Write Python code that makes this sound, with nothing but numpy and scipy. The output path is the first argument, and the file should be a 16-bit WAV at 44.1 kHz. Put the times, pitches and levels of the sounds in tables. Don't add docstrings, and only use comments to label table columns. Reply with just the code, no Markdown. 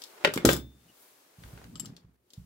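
import sys
import numpy as np
from scipy import signal
from scipy.fft import rfft, irfft
from scipy.io import wavfile

SR = 44100
rng = np.random.default_rng(int(sys.argv[2]) if len(sys.argv) > 2 else 0)


def bounce(signal):
    frames = np.transpose(np.atleast_2d(signal))
    limited = np.clip(frames, -1, 1)
    pcm = np.round(limited * 32767).astype(np.int16)
    wavfile.write(sys.argv[1], SR, pcm)


N = 108045

# start_s, level_db, tilt_db_per_octave
HOUSING_KNOCKS = [(.2478, -12.5, 0), (.2525, -18, -1), (.2745, -26, -2), (.279, -31, -4.5),
                  (.3757, -26.5, 1), (.4887, -21, -0.5), (.4907, -17, -0.5), (1.4365, -49.5, 2.5),
                  (1.576, -50.5, -1.5), (1.642, -52.5, 6)]
# frequency_hz, level_db
KNOCK_COLOUR = [(50, -40), (140, -8.5), (520, 1), (1050, -7), (1550, 0), (3000, -4), (4500, -11),
                (7000, -20), (15000, -30.5)]
# pitch_hz, level_db, ring_s
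HOUSING_TONES = [(410, -8, .06), (571, -3, .125), (605, -7, .09), (1325, -12, .09), (1500, -6, .075),
                 (1585, -3, .075), (1760, -10, .085), (1935, -14, .14), (2148, -8, .13), (2740, -9, .11),
                 (3050, -11, .1)]
def housing():
    knocks = blows(HOUSING_KNOCKS, KNOCK_COLOUR, scatter_db=8.5, scatter_s=.0025)
    ringing = resound(knocks, HOUSING_TONES, ring_db=-15)
    return pan(room(ringing, wall_db=-13.5, room_db=-9, lead_s=.00015), left_db=1)


# centre_s, level_db, pitch_hz
BENCH_THUMPS = [(0.2493, -28.5, 192), (0.3645, -19.5, 261), (.45, -3.5, 331), (.465, -16, 148.8),
                (0.4765, -17.5, 330), (0.492, -13, 410), (0.515, -22, 281), (1.388, -43, 126),
                (1.448, -41, 77), (1.536, -37.5, 107.7), (1.647, -48, 79), (1.75, -39, 143),
                (1.926, -43.5, 165.3), (2.048, -46.5, 113.5), (2.095, -55.5, 189.6), (2.336, -54, 368),
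                (2.381, -35, 115.4)]
# pitch_hz, level_db, ring_s
BENCH_TONES = [(66, -19.5, .42), (127, -19, .3), (179.6, -24.5, 0.26), (341, -21.5, .22),
               (456, -22.5, 0.13)]
def bench():
    thumps, t = np.zeros((1, N)), np.arange(N) / SR
    for centre_s, level_db, pitch_hz in BENCH_THUMPS:
        spread = (np.pi * pitch_hz * (t - centre_s)) ** 2
        thumps += amp(level_db) * (1 - 2 * spread) * np.exp(-spread)
    boom = resound(thumps, BENCH_TONES, ring_db=-22)
    return pan(room(boom, wall_db=-17.5, room_db=-7.5, lead_s=0) + judder(), left_db=-1.5)


def judder(start_s=.455, pitch_hz=68.1, level_db=-21, ring_s=.49, count=6):
    t = np.maximum(np.arange(N) / SR - start_s, 0)
    multiple, phase = np.arange(1, count + 1)[:, None], rng.random((count, 1))
    fade = amp(-60 * t * multiple ** .38 / ring_s)
    tones = fade * np.sin(2 * np.pi * (multiple * pitch_hz * t + phase))
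    rise = 1 - np.exp(-t / .0084)
    return amp(level_db) * rise * tones.sum(0) / np.sqrt(2)


# start_s, level_db, tilt_db_per_octave
CHUCK_RATTLES = [(.338, -29, 0.5), (.359, -37, -1), (.3765, -38.5, 6.5), (.452, -16.5, -1), (.458, -23, -4),
                 (.502, -30.5, -3), (.5135, -33, 1), (.5318, -25.5, 0.5), (.565, -35.5, 1)]
# frequency_hz, level_db
RATTLE_COLOUR = [(200, -9.5), (1200, -3.5), (2500, -12.5), (3600, -4), (6000, -5), (8000, -5.5),
                 (9700, -8.5), (12000, -4.5), (16000, -9)]
# pitch_hz, level_db
CHUCK_TONES = [(3382, -11), (3533, -11), (3740, -12), (4050, -14), (5216, -11), (7430, -10), (7900, -7),
               (9350, -11), (13700, -10)]
# pitch_hz, level_db, ring_s
SINGING_TONES = [(3569, 0, .65), (15600, 13, .33)]
def chuck(rebounds=15, clatter_start_s=.455, clatter_length_s=.085, ring_cycles=400):
    places = (np.arange(rebounds) + rng.random(rebounds)) / rebounds
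    starts_s = clatter_start_s + clatter_length_s * places
    levels_db = -30.5 - 4.5 * places + 2 * rng.standard_normal(rebounds)
    clatter = [(start_s, level_db, -1) for start_s, level_db in zip(starts_s, levels_db)]
    clacks = blows(CHUCK_RATTLES + clatter, RATTLE_COLOUR, scatter_db=8, scatter_s=.0038)
    tones = [(hz, db, ring_cycles / hz) for hz, db in CHUCK_TONES]
    ringing = resound(clacks, tones, ring_db=-8)
    add(ringing, .4907, amp(-51) * ring(SINGING_TONES))
    return pan(room(ringing, wall_db=-19.5, room_db=-7, lead_s=0), left_db=5)


# start_s, level_db, tilt_db_per_octave
KEY_TICKS = [(.0197, -42.5, 0.5), (.0377, -40, 2.5), (1.756, -46.5, -4.5), (1.7975, -41, 4.5),
             (1.8575, -44, 1.5), (1.9655, -51, -0.5), (2.304, -57.5, 1.5), (2.3347, -50.5, 2.5)]
# frequency_hz, level_db
TICK_COLOUR = [(200, -26), (450, -14.5), (1000, -19), (2500, -8.5), (3200, 1), (5200, 0), (8500, -10.5),
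               (15000, -15.5)]
# start_s, level_db, tilt_db_per_octave
KEY_CHINKS = [(1.756, -50.5, -10), (1.771, -54, 0), (1.7975, -32.5, -1), (1.838, -74, 5),
              (1.848, -52, -8.5)]
def hex_key():
    ticks = blows(KEY_TICKS, TICK_COLOUR, scatter_db=11.5, scatter_s=.0029)
    ticks = ticks + amp(-12) * convolve(ticks, unit(jaws()))
    chinks = np.zeros((1, N))
    for start_s, level_db, tilt_db in KEY_CHINKS:
        add(chinks, start_s, amp(level_db) * jaws(tilt_db))
    chinks = room(pan(chinks, left_db=11.5), wall_db=-7.5, room_db=-12, lead_s=.00025)
    return pan(room(ticks, wall_db=-8.5, room_db=-7, lead_s=.0002), left_db=3) + chinks


# pitch_hz, level_db
JAW_TONES = [(1280, -25), (3020, -17), (4800, -16), (5330, -16), (7100, -14), (7588, 2), (10280, -13),
             (10870, -10), (13240, -14), (13990, -13)]
def jaws(tilt_db=0, ring_s=.047):
    return ring([(hz, db + tilt_db * np.log2(hz / 7500), ring_s) for hz, db in JAW_TONES])


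# start_s, length_s, level_db, start_hz, end_hz
SQUEAKS = [(.528, 0.0478, -33.5, 496, 276), (0.876, 0.043, -62.5, 2920, 2890)]
def squeaks(waver_share=.055, wobbles=50):
    out = np.zeros((1, N))
    for start_s, length_s, level_db, start_hz, end_hz in SQUEAKS:
        progress = np.linspace(0, 1, round(length_s * SR))
        waver = np.interp(progress, np.linspace(0, 1, wobbles), rng.standard_normal(wobbles))
        pitch_hz = start_hz * (end_hz / start_hz) ** progress * (1 + waver_share * waver)
        tone = np.sin(2 * np.pi * np.cumsum(pitch_hz) / SR)
        add(out, start_s, amp(level_db) * np.sin(np.pi * progress) * tone)
    return out


# time_s, level_db
SLEEVE_LEVELS = [(0, -54.5), (.12, -56.5), (.65, -71.5), (.82, -65.5), (.9, -62.5), (1.05, -60),
                 (1.349, -64), (1.441, -57.5), (1.56, -59.5), (1.7, -63.5), (1.9, -69.5), (2.02, -80),
                 (2.2, -86.5), (2.362, -65), (2.45, -69)]
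SLIDE_LEVELS = [(0.851, -85), (1.02, -58.5), (1.3, -81), (1.49, -63), (1.75, -89)]
SCRAPE_LEVELS = [(0, -70), (.24, -50), (.55, -46.5), (.7, -79.5), (1.349, -68.5), (1.44, -63), (1.62, -57),
                 (1.7, -70.5), (1.861, -60.5), (2.019, -73), (2.45, -99.5)]
RUMBLE_LEVELS = [(0.171, -87.5), (.25, -55.5), (0.898, -67), (.96, -89), (1.37, -89.5), (1.4, -61),
                 (1.6, -61), (1.72, -49.5), (1.82, -49.5), (1.898, -47), (1.969, -63.5), (2.029, -69.5),
                 (2.2, -100)]
# frequency_hz, level_db
SLEEVE_COLOUR = [(100, -39.5), (270, -2), (560, -2.5), (2000, -7.5), (6000, -9), (14000, -11)]
SLIDE_COLOUR = [(3000, -28.5), (11000, 0)]
SCRAPE_COLOUR = [(130, -46.5), (350, 3.5), (650, -1.5), (1500, -5), (3500, -15), (7000, -22), (15000, -41)]
RUMBLE_COLOUR = [(65, -33.5), (115, 6), (220, 3), (380, -7.5), (620, -29), (2000, -58.5)]
def handling():
    sleeve = grainy_noise(SLEEVE_COLOUR, SLEEVE_LEVELS, grain_db=0, grain_s=.002)
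    slide = grainy_noise(SLIDE_COLOUR, SLIDE_LEVELS, grain_db=3, grain_s=.0046)
    scrape = grainy_noise(SCRAPE_COLOUR, SCRAPE_LEVELS, grain_db=3, grain_s=.0043)
    rumble = grainy_noise(RUMBLE_COLOUR, RUMBLE_LEVELS, grain_db=2, grain_s=.0073)
    return pan(sleeve + slide, left_db=2.5) + scrape + rumble


# frequency_hz, level_db
HUSH_COLOUR = [(90, -16.5), (380, -6), (800, -21), (6500, -34.5), (15000, -29)]
def hush(level_db=-78):
    return grainy_noise(HUSH_COLOUR, [(0, level_db)], grain_db=-4, grain_s=.012)


# frequency_hz, ring_s
ROOM_FADE = [(60, 0.088), (170, 0.44), (400, 0.25), (800, .19), (4000, .2), (15000, 0.13)]
def room(sound, wall_db, room_db, lead_s, wall_s=.0049, rise_s=.0016, size=32768):
    hz, t, bands = signal.stft(diffuse(size), SR, nperseg=256)
    fade = amp(-60 * t / read(ROOM_FADE, hz)[:, None])
    tail = signal.istft(bands * fade, SR, nperseg=256)[1]
    rise = 1 - np.exp(-np.arange(tail.shape[1]) / SR / rise_s)
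    response = amp(room_db) * unit(tail * rise)
    response[[0, 1], [0, round(lead_s * SR)]] += 1
    response[:, round(wall_s * SR)] += amp(wall_db)
    return convolve(sound, response)


# frequency_hz, likeness_0_to_1
STEREO_LIKENESS = [(60, 0.86), (250, 0.96), (600, 0.23), (1200, 0.12), (4000, 0.023)]
def diffuse(size):
    a, b = rfft(rng.standard_normal((2, size)))
    same = np.clip(read(STEREO_LIKENESS, np.fft.rfftfreq(size, 1 / SR)), 0, 1)
    mid, side = a * np.sqrt((1 + same) / 2), b * np.sqrt((1 - same) / 2)
    return irfft(np.array([mid + side, mid - side]), size)


def blows(rows, colour, scatter_db, scatter_s, size=4096):
    out, t = np.zeros((2, N)), np.arange(size) / SR
    for start_s, level_db, tilt_db in rows:
        hit = amp(scatter_db) * unit(diffuse(size) * np.exp(-t / scatter_s))
        hit[:, 0] += 1
        coloured = unit(convolve(hit, pulse(colour, tilt_db)))
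        add(out, start_s, amp(level_db) * np.sqrt(.005 * SR) * coloured)
    return out


def pulse(colour, tilt_db, size=2048):
    hz = abs(np.fft.fftfreq(size, 1 / SR))
    octaves = np.log2((hz + 100) / 2000)
    log_gain = np.log(amp(read(colour, hz) + tilt_db * octaves))
    spectrum = np.exp(np.conj(signal.hilbert(log_gain)))
    return unit(np.fft.ifft(spectrum).real[:size // 2])


def ring(tones, size=32768):
    t = np.arange(size) / SR
    return sum(amp(db - 60 * t / ring_s) * np.sin(2 * np.pi * hz * t) for hz, db, ring_s in tones)


def resound(blow, tones, ring_db):
    return blow + amp(ring_db) * convolve(blow, unit(ring(tones)))


def grainy_noise(colour, levels, grain_db, grain_s):
    gains = amp(read(colour, np.fft.rfftfreq(N, 1 / SR)))
    noise = unit(irfft(rfft(diffuse(N)) * gains, N)) * np.sqrt(N)
    t = np.arange(N) / SR
    grains = np.interp(t / grain_s, np.arange(N), rng.standard_normal(N))
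    return noise * amp(np.interp(t, *np.transpose(levels)) + grain_db * grains)


def amp(db):
    return 10 ** (np.asarray(db) / 20)


def read(points, hz):
    row_hz, value = np.transpose(points)
    return np.interp(np.log(hz + 1), np.log(row_hz + 1), value)


def unit(x):
    return x / np.sqrt((np.atleast_2d(x) ** 2).sum(-1).mean() + 1e-30)


def add(mix, start_s, sound):
    part = mix[:, round(start_s * SR):][:, :sound.shape[-1]]
    part += sound[..., :part.shape[1]]


def convolve(x, response):
    return signal.fftconvolve(np.atleast_2d(x), np.atleast_2d(response), axes=1)[:, :N]


def pan(x, left_db):
    return x * amp([[left_db / 2], [-left_db / 2]])


def scene():
    background = hush()
    return housing() + bench() + chuck() + hex_key() + handling() + squeaks() + background


def record(dry):
    thin = signal.sosfilt(signal.butter(4, 38, "highpass", fs=SR, output="sos"), dry)
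    treble_cut = signal.firwin(401, 15850, window=("kaiser", 8), fs=SR)
    return signal.oaconvolve(np.tanh(thin), treble_cut[None], "same")


dry = scene()
out = record(dry)
bounce(out)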